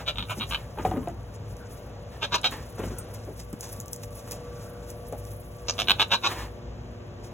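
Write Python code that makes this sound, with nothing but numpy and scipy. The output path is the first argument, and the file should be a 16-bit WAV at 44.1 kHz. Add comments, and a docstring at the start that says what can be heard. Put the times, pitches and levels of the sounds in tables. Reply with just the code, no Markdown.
"""A buck goat, close to a hand-held stereo microphone, trots round a yard and blubbers three bleats.
Each quavering bleat is a run of short bursts from slack, flapping vocal folds, with a puff from the nose.
Its hooves knock on a wooden cable spool, thud, and scuff over grit and dry leaves; metal tinks once.
Further off a pool pump hums behind a low outdoor rumble, and faint rasps come from beyond the fence."""
import sys
import numpy as np
from scipy import signal
from scipy.fft import rfft, irfft, next_fast_len
from scipy.io import wavfile
from scipy.ndimage import uniform_filter1d, map_coordinates

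SR = 44100
rng = np.random.default_rng(int(sys.argv[2]) if len(sys.argv) > 2 else 0)


def transcribe(u):
    """Save the signal u as a 16-bit wav file named by the first command-line argument.

    u: samples, shape (n,) or (channels, n), limited to [-1, 1]; the rate is SR.
    q: integer samples, one column per channel.
    """
    v = np.clip(np.atleast_2d(u).T, -1, 1)
    q = np.round(v * 32767).astype(np.int16)
    wavfile.write(sys.argv[1], SR, q)


N = 323253

# Levels are relative, within each table.
# spectra of the outdoor rumble and the wash of air: freq_hz, gain_db
RUMBLE_SPECTRUM = [(25, -36), (42, -52), (50, -6.5), (56, 6), (66, -7), (85, -16.5), (103, 2.5),
                   (113, -5.5), (125, -10), (150, -10.5), (220, -31.5), (400, -58)]
AIR_SPECTRUM = [(100, 10.5), (200, 6), (330, 1), (560, 4.5), (800, -3), (1400, -10.5), (2200, -17),
                (4000, -19), (7000, -22), (15000, -97)]
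# the rumble drops as the microphone turns away: time_s, level_db
RUMBLE_LEVEL = [(0, -41), (1.4, -43), (2.2, -44.5), (7.33, -46)]
# how much the air differs between left and right: freq_hz, side_db
AIR_SPREAD = [(60, -29), (200, -9.5), (1000, -3), (3000, 2.5), (6000, -59)]
# rasps beyond the fence: peak_s, half_length_s, centre_hz, level_db
FAR_RASPS = [(1.63, 0.035, 1470, -53), (2.975, 0.11, 1430, -55), (4.693, 0.19, 1420, -58)]
# the pump's whine and rush at the microphone: time_s, level_db
PUMP_LEVEL = [(0, -52), (3.4, -52), (4.4, -44.5), (5.2, -46), (7.33, -55)]
# the motor's whine: pitch_hz, level_db
PUMP_WHINE = [(481.4, -3), (582.7, -7.5)]
# water rushing in the pump housing: centre_hz, width_octaves, level_db
PUMP_RUSH = [(696, 0.048, -13), (1152, 0.016, -14)]
# the motor's growing hum: pitch_hz, final_level_db, rise_db
PUMP_HUM = [(102.2, -50, 2.9), (120.7, -52.5, 5), (183.8, -59.5, 8), (239.7, -55.5, 8.7), (357.8, -53, 21)]
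# the yard's echo: freq_hz, t60_s
WALL_DECAY = [(200, 0.041), (1500, 0.19), (4000, 0.12), (12000, 0.073)]

# modes of a small piece of metal: pitch_hz, level_db, t60_s
METAL_MODES = [(8700, -3, .09), (8530, 25, 0.13), (9200, -10, .06), (10700, -7, 0.046), (11420, -14, .06)]
# grit snapping underfoot: start_s, level_db
GRIT_SNAPS = [(1.085, -39), (1.2315, -49), (1.501, -46), (1.568, -41), (1.709, -49), (2.124, -49),
              (2.415, -31.5), (2.511, -29), (2.628, -39), (2.985, -37), (3.14, -46), (3.25, -41),
              (3.5293, -30), (3.609, -28), (3.614, -29.5), (3.725, -46), (3.802, -23), (3.811, -30),
              (3.859, -35), (3.882, -32), (3.932, -18), (3.962, -31), (3.998, -46), (4.034, -36),
              (4.107, -45), (4.137, -48), (4.277, -44), (4.3111, -21.5), (4.3196, -20), (4.617, -44),
              (4.903, -28), (5.069, -43), (5.125, -34), (5.179, -49), (5.237, -49), (5.252, -35.5)]
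# spectra of cracking grit, dry leaves and scraped wood: freq_hz, gain_db
GRIT_SPECTRUM = [(2000, -40), (4000, -7), (6000, 6), (15500, -1.5)]
LEAF_SPECTRUM = [(1200, 2.5), (3000, -5.5), (6000, 4.5), (8000, 0), (11000, 3), (15500, -2.5)]
PLANK_SPECTRUM = [(200, -33), (500, 4), (1300, -3.5), (2000, -10), (3500, -17), (5000, -30)]
# scuffs, and a bright rasp of the bleat at 5.8 s: peak_s, level_db, fall_s, treble_db
SCUFFS_AND_RASP = [(.19, -57, .034, -5), (.304, -43, .021, -1.5), (.382, -47.5, .022, -4),
                   (.505, -48, .035, 1), (.873, -45.5, 0.022, -1), (1.347, -55.5, .018, -3),
                   (1.503, -59, 0.033, -2), (1.722, -58.5, 0.047, 3), (2.36, -39, .007, 0),
                   (2.517, -44, 0.011, -2), (2.845, -48.5, 0.065, -2), (2.993, -51, .008, 0),
                   (3.143, -55, 0.013, 9), (3.401, -37, .01, -6), (3.641, -42, 0.016, 0),
                   (3.729, -49, 0.039, 0), (3.93, -49, 0.013, 5), (4.036, -44, 0.0088, 2),
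                   (4.155, -60.5, 0.03, 10), (4.195, -45, .024, -4), (4.319, -39.5, 0.02, 2),
                   (4.62, -54.5, 0.033, 5), (4.897, -50, 0.016, 4), (5.075, -56, 0.011, 3),
                   (5.185, -54, 0.013, 4), (5.31, -56.5, 0.033, 7.5), (5.803, -41.5, 0.015, 0),
                   (7.254, -52, 0.02, -3)]
# the faint rustle between steps: time_s, level_db
SHUFFLE_LEVEL = [(0, -67.5), (1.0, -61), (1.15, -68), (1.8, -66.5), (2.0, -73), (2.2, -62.5), (2.7, -59.5),
                 (4.7, -62.5), (5.5, -60.5), (6.4, -56.5), (6.6, -76)]
# spectra of a hoof's blow, its hard rim and the spool's hollow drum: freq_hz, gain_db
KNOCK_SPECTRUM = [(70, -12), (160, 7.5), (230, 9), (350, 4), (820, -1.5), (1300, -11.5), (2500, -20),
                  (6000, -31)]
CLICK_SPECTRUM = [(400, -28), (1000, 2), (1800, -3), (3200, -6), (5500, -25)]
DRUM_SPECTRUM = [(40, 2), (100, 11), (170, -9), (330, -19), (750, -14), (1500, -21), (4000, -51)]
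# dull steps and bumps: start_s, level_db, boom_hz, click_db, t60_s
DULL_STEPS = [(0.185, -35, 206, -21, 0.19), (0.372, -31, 260, -20, 0.13), (.993, -34, 233, -33, 0.5),
              (2.791, -24.5, 390, -10, 0.18), (2.833, -27.5, 526, -6.5, 0.15), (2.864, -30, 290, -20, 0.17),
              (2.904, -31.5, 335, -15, 0.16), (3.274, -31.5, 433, -32, 0.24), (3.529, -28, 219, -22, 0.1),
              (3.783, -37.5, 200, -20, 0.15), (4.275, -40, 1700, 5, 0.055), (4.331, -37, 475, -27, 0.094),
              (5.125, -27, 585, -25, 0.088)]
# hooves dragging on wood: peak_s, half_length_s, level_db
HOOF_DRAGS = [(0.802, 0.03, -39), (0.861, .012, -36), (1.093, .012, -51), (2.82, 0.047, -42.5)]
# hooves striking the spool: start_s, level_db, boom_hz, click_db
SPOOL_HITS = [(.775, -34, 795, -17), (.785, -29.5, 870, -5), (.795, -25, 263, -29), (.850, -18, 745, -17),
              (.869, -30, 443, -19), (.912, -23.5, 746, -14.5), (.936, -24.5, 308, -31),
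              (.951, -42, 900, -13), (.962, -30, 557, -13), (.970, -22.5, 253, -39), (1.029, -44, 1064, 1),
              (1.0725, -25.5, 704, -17), (1.094, -37, 680, -25)]
# modes of the wooden spool: pitch_hz, level_db, t60_s
SPOOL_MODES = [(243, -28, 0.3), (340, -1, 0.32), (441, 12, 0.2), (593, -6, 0.16), (730, -16, 0.21),
               (1225, -5.5, 0.13), (1680, -21, 0.11), (1940, -10, 0.088), (2584, -35, .16)]

# where the goat's head is, seen from the microphone: time_s, left_over_right_db
HEAD_BEARING = [(.3, -0.5), (2.4, -0.1), (5.8, -1.5), (6.3, 0)]
# spectra of the nostrils and of the vocal tract: freq_hz, gain_db
NOSTRIL_SPECTRUM = [(100, -34), (250, 9), (450, 1), (1000, 7), (1320, 1.5), (1780, -3), (2050, -1),
                    (2800, -3), (4000, -5.5), (7000, -10.5), (12000, -16)]
TRACT_SPECTRUM = [(60, -67), (165, -6.5), (300, -10.5), (550, -4), (900, -4.5), (1280, -3.5), (1660, -5.5),
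                  (1940, -17), (2300, -0.5), (2900, -2), (3350, -3.5), (3850, 2), (4300, -9.5), (4750, -9),
                  (6200, -14.5), (9000, -29.5), (15000, -29.5)]
# air blown out round the bleats: peak_s, rise_s, fall_s, level_db
NOSE_PUFFS = [(.0, .01, 0.032, -40.5), (.581, .02, 0.085, -50), (2.135, 0.021, 0.065, -50.5),
              (2.526, 0.012, 0.032, -36), (2.58, 0.025, 0.062, -46.5), (6.318, 0.031, 0.023, -32.5),
              (6.39, 0.047, 0.073, -37.5)]
# the three bleats: start_s, starting_roughness_share, upward_slide_share
BLEAT_STARTS = [(.05, 0.2, 0), (2.2, 0.3, 0.011), (5.65, 0.17, 0.017)]
# bursts of voice, about nine a second: peak_s, rise_s, fall_s, flap_rate_hz, level_db, jaw_hz, throat_db,
# hiss_db, low_formant_hz, middle_formant_hz, high_formant_hz, indirect_share, ground_echo_gain
VOICE_BURSTS = [(.09, 0.021, 0.019, 165.5, -28, 640, -5.5, -3, 1420, 3080, 3780, 0.31, 0.36),
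                (.205, 0.046, 0.041, 101.2, -36, 940, -8.5, -12, 1340, 3160, 3780, 0.26, 0.34),
                (0.3173, 0.032, 0.018, 100.2, -34, 1110, 5.5, -28, 1360, 2400, 2980, .65, 0.67),
                (0.4275, 0.026, .014, 114.4, -31.5, 955, -6, -16, 1250, 2980, 3750, 0.37, 0.43),
                (0.5346, 0.024, 0.025, 87.9, -29, 1050, -5, -11.5, 1530, 2640, 3120, 0.4, 0.36),
                (2.238, 0.021, 0.018, 116.7, -28, 620, 4, 2, 1630, 2830, 3450, 0.94, .8),
                (2.352, 0.027, 0.014, 110.1, -23.5, 1040, 4.5, 9.5, 1600, 2880, 4000, 0.54, 0.74),
                (2.4595, 0.026, .015, 121.5, -22.5, 750, -2, -1, 1540, 3100, 3880, .6, 0.54),
                (5.697, 0.013, 0.014, 85.2, -26, 540, 4.5, 22.5, 1240, 2900, 4460, 0.11, 0.5),
                (5.800, .016, 0.025, 108.1, -27, 640, -2, 5.5, 1260, 2850, 3360, 0.2, .3),
                (5.9066, .025, .013, 100.1, -18, 915, -9, -8.5, 1590, 3060, 3990, 0.08, 0.38),
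                (6.0173, .022, .014, 108.4, -20, 950, -2.5, -3.5, 1560, 2820, 3570, 0.17, 0.6),
                (6.1353, .026, 0.018, 111.2, -21, 940, -.5, 0.5, 1590, 2920, 3860, 0.34, 0.8),
                (6.263, 0.032, .015, 117.4, -24, 1010, 3.5, 7, 1530, 2580, 3800, 0.45, 0.9)]


def amp(db):
    """Decibels to gain."""
    return 10 ** (np.asarray(db) / 20)


def unit(x):
    """Scale to rms 1."""
    return x / np.sqrt(np.mean(x ** 2) + 1e-20)


def decay(t, t60):
    """A fall of 60 dB every t60 seconds."""
    return amp(-60 * t / t60)


def along(points, hz):
    """Interpolate (freq_hz, value) points on a log axis."""
    freqs, values = np.transpose(points)
    return np.interp(np.log(hz + 1), np.log(freqs + 1), values)


def bump(hz, centre_hz, octaves):
    """A bell on a log-frequency axis."""
    return np.exp(-.5 * (np.log2((hz + 1) / centre_hz) / octaves) ** 2)


def ripple(hz, width_hz):
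    """Random peaks and dips along frequency."""
    return map_coordinates(rng.standard_normal(int(SR / width_hz)), [hz / width_hz])


def curve(points):
    """Interpolate (time_s, value) points at every sample."""
    return np.interp(np.arange(N) / SR, *np.transpose(points))


def wobble(rate):
    """A smooth random curve, rate knots a second."""
    return map_coordinates(rng.standard_normal(int(N * rate / SR) + 4), [np.arange(N) * rate / SR])


def swell(t, rise, fall, steep=2):
    """A hump that tops at t = 0; a larger steep gives it harder flanks."""
    return np.exp(-np.abs(t / np.where(t < 0, rise, fall)) ** steep)


def filtered(x, response):
    """Multiply the spectrum of x by response(hz)."""
    n = x.shape[-1]
    size = next_fast_len(n + 8192)
    return irfft(rfft(x, size) * response(np.fft.rfftfreq(size, 1 / SR)), size)[..., :n]


def resonate(x, colour_db, size=4096):
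    """Pass x through a minimum-phase body of unit energy, shaped by colour_db(hz)."""
    cepstrum = irfft(np.log(amp(colour_db(np.fft.rfftfreq(size, 1 / SR))) + 1e-6))
    cepstrum[1:size // 2] *= 2
    cepstrum[size // 2 + 1:] = 0
    ring = irfft(np.exp(rfft(cepstrum)))
    return signal.fftconvolve(x, ring / np.linalg.norm(ring))[:len(x)]


def flatten(x, width_hz=500):
    """Level out the broad colour of a sound, keeping its fine grain and its energy."""
    spectrum = rfft(x)
    power = np.abs(uniform_filter1d(np.abs(spectrum) ** 2, max(int(width_hz * len(x) / SR), 1)))
    return unit(irfft(spectrum / np.sqrt(power + 1e-12), len(x))) * np.std(x)


def noise(spectrum):
    """Coloured noise of rms 1."""
    return unit(filtered(rng.standard_normal(N), lambda hz: amp(along(spectrum, hz))))


def band(centre_hz, octaves):
    """A narrow band of noise of rms 1."""
    return unit(filtered(rng.standard_normal(N), lambda hz: bump(hz, centre_hz, octaves)))


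def add(track, s, sound):
    """Mix a sound into the track at time s."""
    start = round(s * SR)
    part = sound[max(-start, 0):N - start]
    track[max(start, 0):][:len(part)] += part


def outdoors(air_rise_db_per_s=0.32, waver_db=1.78):
    """All round the yard: low rumble and a slowly growing wash of air, a little different each side."""
    air_db = -46.5 + air_rise_db_per_s * np.arange(N) / SR
    rumble = amp(curve(RUMBLE_LEVEL) + 2) * noise(RUMBLE_SPECTRUM)
    middle = rumble + amp(air_db + waver_db * wobble(3.217)) * noise(AIR_SPECTRUM)
    side = amp(air_db) * filtered(noise(AIR_SPECTRUM), lambda hz: amp(along(AIR_SPREAD, hz)))
    return np.array([middle + side, middle - side])


def far_rasps():
    """Far off, thin raspy sounds drift in from beyond the fence."""
    t = np.arange(N) / SR
    return sum(amp(db) * swell(t - s, half, half) * band(hz, octaves=.15)
               for s, half, hz, db in FAR_RASPS)


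def pool_pump(waver_db=2, drift_rad=0.89):
    """Motor tones waver over the rush in the housing, and change in strength as the microphone moves."""
    t = np.arange(N) / SR

    def tone(hz, db):
        level = amp(db + waver_db * wobble(6.7)) * np.sqrt(2)
        return level * np.sin(2 * np.pi * hz * t + drift_rad * wobble(6))

    rush = sum(amp(db) * band(hz, octaves) for hz, octaves, db in PUMP_RUSH)
    hum = sum(amp(rise_db * (t / t[-1] - 1)) * tone(hz, db) for hz, db, rise_db in PUMP_HUM)
    whine = sum(tone(hz, db) for hz, db in PUMP_WHINE)
    return amp(curve(PUMP_LEVEL)) * (rush + whine) + hum


def wall_echo(x):
    """Fence, container and pool wall give a short diffuse answer, 5 ms late."""
    hz, t, spectra = signal.stft(rng.standard_normal((2, SR // 2)), SR, nperseg=256)
    tail = signal.istft(spectra * decay(t, along(WALL_DECAY, hz)[:, None]), SR, nperseg=256)[1]
    delayed = np.pad(x, (SR // 200, 0))
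    return signal.fftconvolve(delayed[None], tail / np.linalg.norm(tail[0]), axes=1)[:, :N]


def near_echoes(x, share, t60=0.05, apart=0.4, bounces_per_s=3000):
    """A share of the sound reaches the microphone off ground and boards, differently on each side."""
    t = np.arange(SR // 16) / SR
    bounces = rng.standard_normal((2, len(t))) * (rng.random((2, len(t))) < bounces_per_s / SR)
    middle, side = bounces * decay(t, t60)
    paths = [middle + apart * side, middle - apart * side]
    echoes = np.array([signal.fftconvolve(x, path / np.linalg.norm(path))[:len(x)] for path in paths])
    return np.sqrt(1 - share) * x + np.sqrt(share) * echoes


def metal_tink(start_s=2.985):
    """A small piece of metal is touched once: a bright tick and a short ring."""
    out, t = np.zeros(N), np.arange(SR // 4) / SR
    ring = sum(amp(db) * decay(t, t60) * np.sin(2 * np.pi * hz * t) for hz, db, t60 in METAL_MODES)
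    tick = filtered(rng.standard_normal(len(t)) * decay(t, 0.057), lambda hz: hz > 7500)
    add(out, start_s, amp(-32) * (ring / np.abs(ring).max() + amp(2) * tick))
    return out


def grit_snaps(colour_db=1.5):
    """Bits of grit crack under a hoof, each with its own colour and a short crumble of finer grains."""
    out, t = np.zeros(N), np.arange(SR // 10) / SR
    for s, db in GRIT_SNAPS:
        crack, crumble = rng.standard_normal((2, len(t)))
        snap = crack * decay(t, 0.0047) + 0.1 * unit(crumble ** 3) * decay(t, 0.11)
        snap = resonate(snap, lambda hz: along(GRIT_SPECTRUM, hz) + colour_db * ripple(hz, 850))
        add(out, s, amp(db) * snap)
    return out


def scuffs_and_rasp(grain_db=2.5, clump_db=3, patchy_db=2):
    """Clumps of tiny grains: steps crunch leaves and, in the treble, sand; at 5.8 s the bleat rasps."""
    def grains():
        hiss = rng.standard_normal(N)
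        return unit(hiss * amp(grain_db * wobble(1500) + clump_db * wobble(70) + patchy_db * wobble(12)))

    t = np.arange(N) / SR
    low_level = high_level = amp(curve(SHUFFLE_LEVEL))
    for s, db, fall, treble_db in SCUFFS_AND_RASP:
        hump = amp(db) * swell(t - s, 0.67 * fall, fall, steep=0.91)
        low_level = low_level + hump
        high_level = high_level + amp(treble_db) * hump
    high_share = lambda hz: np.clip((hz - 7500) / 3000, 0, 1)
    low = filtered(low_level * grains(), lambda hz: np.sqrt(1 - high_share(hz)))
    high = filtered(high_level * grains(), lambda hz: np.sqrt(high_share(hz)))
    return resonate(amp(3) * (low + high), lambda hz: along(LEAF_SPECTRUM, hz))


def hoof_blow(t, boom_hz, click_db, t60, attack_s=0.00046, scrape=0.26):
    """A hoof lands: a damped boom under a short click and a brief scrape, with peak 1."""
    push = rng.standard_normal(len(t)) * decay(t, t60)
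    boom = resonate(push, lambda hz: 13 * bump(hz, boom_hz, 0.67) + along(KNOCK_SPECTRUM, hz))
    contact = rng.standard_normal(len(t)) * (decay(t, 0.014) + scrape * decay(t, 0.24))
    click = amp(click_db + 5) * resonate(contact, lambda hz: along(CLICK_SPECTRUM, hz))
    hit = (boom + click) * (1 - np.exp(-t / attack_s))
    return hit / np.abs(hit).max()


def thuds(softness=0.014):
    """Heavier steps and bumps, without a ring; the longer ones sink in more softly."""
    out, t = np.zeros(N), np.arange(SR // 3) / SR
    for s, db, boom_hz, click_db, t60 in DULL_STEPS:
        add(out, s, amp(db + 3) * hoof_blow(t, boom_hz, click_db, t60, attack_s=softness * t60))
    return out


def scrapes(clump_db=4):
    """Between the knocks the hooves drag over gritty wood."""
    t = np.arange(N) / SR
    grains = unit(rng.standard_normal(N) * amp(clump_db * wobble(250)))
    drag = sum(amp(db) * swell(t - s, half, half) for s, half, db in HOOF_DRAGS)
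    return resonate(drag * grains, lambda hz: along(PLANK_SPECTRUM, hz))


def spool_drum(rise_s=0.0096, fall_s=0.071):
    """Every blow on the spool feeds a low rumble in its hollow drum."""
    t = np.arange(N) / SR
    power = sum((amp(db - 14) * swell(t - s, rise_s, fall_s, steep=0.51)) ** 2
                for s, db, *_ in SPOOL_HITS)
    return np.sqrt(power) * noise(DRUM_SPECTRUM)


def spool_knocks(board_attack_s=0.0018, board_t60_s=0.089):
    """Hooves clatter on the spool; the struck board sounds its note, the rest ring and rattle briefly."""
    out, t = np.zeros(N), np.arange(SR // 3) / SR
    for s, db, boom_hz, click_db in SPOOL_HITS:
        ring = sum(amp(mode_db + rng.normal(0, 6)) * decay(t, t60) * np.sin(2 * np.pi * hz * t)
                   for hz, mode_db, t60 in SPOOL_MODES)
        board = np.sin(2 * np.pi * boom_hz * t) * decay(t, board_t60_s)
        board *= 1 - np.exp(-t / board_attack_s)
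        wood = amp(-6) * ring / np.abs(ring).max() + amp(-1) * board / np.abs(board).max()
        knock = amp(1) * hoof_blow(t, boom_hz, click_db, t60=0.072)
        add(out, s, amp(db) * (knock + wood))
        rattle_s = s + rng.uniform(0.0099, 0.044)
        add(out, rattle_s, amp(db - 10) * hoof_blow(t, boom_hz=245, click_db=-32, t60=0.155))
    return out


def nose_puffs(whistle_db=-9, whistle_hz=1770):
    """The goat blows air through its nose, which half whistles."""
    t = np.arange(N) / SR
    air = unit(noise(NOSTRIL_SPECTRUM) + amp(whistle_db) * band(whistle_hz, octaves=0.1))
    return air * sum(amp(db) * swell(t - s, rise, fall) for s, rise, fall, db in NOSE_PUFFS)


def voice_burst(t, rise, fall, rate_hz, rough, ground_echo_gain, ground_echo_s=.0036, jitter_s=.0005):
    """Each uneven flap of the folds is followed by two quick, weaker echoes off the ground; air rasps."""
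    cycle = np.arange(-8, 9)
    late, size, second, third = rng.standard_normal((4, len(cycle)))
    regular = cycle / rate_hz
    slowed = regular * (1 + (regular / .09) ** 2)  # fastest at the top of the push
    times = slowed + jitter_s * late * (cycle != 0)
    arrivals = [(0, 1), (ground_echo_s + jitter_s * second, ground_echo_gain),
                (2 * ground_echo_s + jitter_s * third, ground_echo_gain ** 2)]
    flaps = np.zeros(len(t))
    for delay, gain in arrivals:
        flaps[np.clip(np.searchsorted(t, times + delay), 0, len(t) - 1)] += gain * amp(2.5 * size)
    gate = signal.lfilter([1], [1, -np.exp(-1 / (0.0024 * SR))], flaps)  # air trails each pulse
    air = gate * rng.standard_normal(len(t))
    air *= amp(3.5 * unit(uniform_filter1d(rng.standard_normal(len(t)), size=16)))  # rasp
    # the folds flutter weakly before and after the main push
    flutter = 0.13 * swell(t, rise + 0.012, fall + 0.028, steep=4)
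    effort = swell(t, rise, fall, steep=4) + flutter
    flow = np.sqrt(1 - rough) * unit(flaps * effort) + np.sqrt(rough) * unit(air * effort)
    return flow * np.sqrt(np.mean(effort ** 2))


def bleats(opening_s=0.0074, glide_s=.012, fray_per_s=0.36, crack_from_db=-21):
    """Close by, jaw and formants shape each burst; it glides up and brightens as the mouth opens."""
    voice, t = np.zeros((2, N)), np.arange(-SR // 8, SR // 8) / SR
    opened = (1 + np.tanh(t / opening_s)) / 2
    treble = lambda hz: 1.4 * bump(hz, 6700, .6)
    for (s, rise, fall, rate_hz, db, jaw_hz, throat_db, hiss_db,
         low_hz, middle_hz, high_hz, indirect, ground_echo_gain) in VOICE_BURSTS:
        def mouth(hz):
            jaw = 9 * bump(hz, jaw_hz, .23)
            formants = (6.5 * bump(hz, low_hz, .09) + 5 * bump(hz, middle_hz, .11)
                        + 6.5 * bump(hz, high_hz, .09))
            throat = throat_db * bump(hz, 660, 1.0)
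            hiss = hiss_db * bump(hz, 6040, 0.31)
            # the loudest flaps crack in the top treble
            crack = 1.1 * max(db - crack_from_db, 0) * (1 - indirect) * bump(hz, 12200, .55)
            return along(TRACT_SPECTRUM, hz) + jaw + formants + throat + hiss + crack

        start_s, first_rough, slide = min(BLEAT_STARTS, key=lambda bleat: abs(bleat[0] - s))
        rough = first_rough + fray_per_s * (s - start_s)  # the voice frays as the bleat goes on
        flow = voice_burst(t, rise, fall, rate_hz, rough, ground_echo_gain)
        # the nose cavities add narrow peaks that shift from burst to burst
        flow = resonate(flow, lambda hz: 1.3 * ripple(hz, 150))
        gliding = SR * (t - t[0] + slide * (np.hypot(t, glide_s) - glide_s))
        # more of the voice is indirect when the head is turned away
        for channel, heard in zip(voice, near_echoes(flow, indirect)):
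            heard = flatten(heard)
            dull = resonate(heard * (1 - opened), lambda hz: mouth(hz) - treble(hz))
            bright = resonate(heard * opened, lambda hz: mouth(hz) + treble(hz))
            add(channel, s + t[0], amp(db + 1) * map_coordinates(dull + bright, [gliding]))
    return voice


def scene():
    """The goat and its feet close to the microphone, the yard around them."""
    bearing_db = curve(HEAD_BEARING)
    goat = (bleats() + nose_puffs()) * amp(np.array([bearing_db, -bearing_db]) / 2)
    knocks = spool_knocks() + scrapes() + spool_drum() + thuds()
    crackle = scuffs_and_rasp() + grit_snaps() + metal_tink()
    yard = pool_pump() + far_rasps() + outdoors()
    echo = wall_echo(amp(-15.5) * (goat.mean(0) + knocks))
    crackle = near_echoes(crackle, share=0.074, t60=0.012, apart=0.17)
    slightly_left = amp([[.6], [-.6]])
    return goat + crackle + echo + (knocks + yard) * slightly_left


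def record(dry, lag_s=.000234, lead_from_hz=2580, ceiling=.9, low_hz=45, top_hz=16000):
    """Hand-held microphone: left leads right in the treble, peaks are rounded, bass and top are cut."""
    lead = lambda hz: np.pi * lag_s * np.maximum(hz - lead_from_hz, 0)
    channels = filtered(dry, lambda hz: np.exp(1j * np.array([lead(hz), -lead(hz)])))
    rounded = channels / (1 + (channels / ceiling) ** 6) ** (1 / 6)
    return filtered(rounded, lambda hz: np.minimum(hz / low_hz, 1) ** 4 * (hz < top_hz))


dry = scene()
out = record(dry)
transcribe(out)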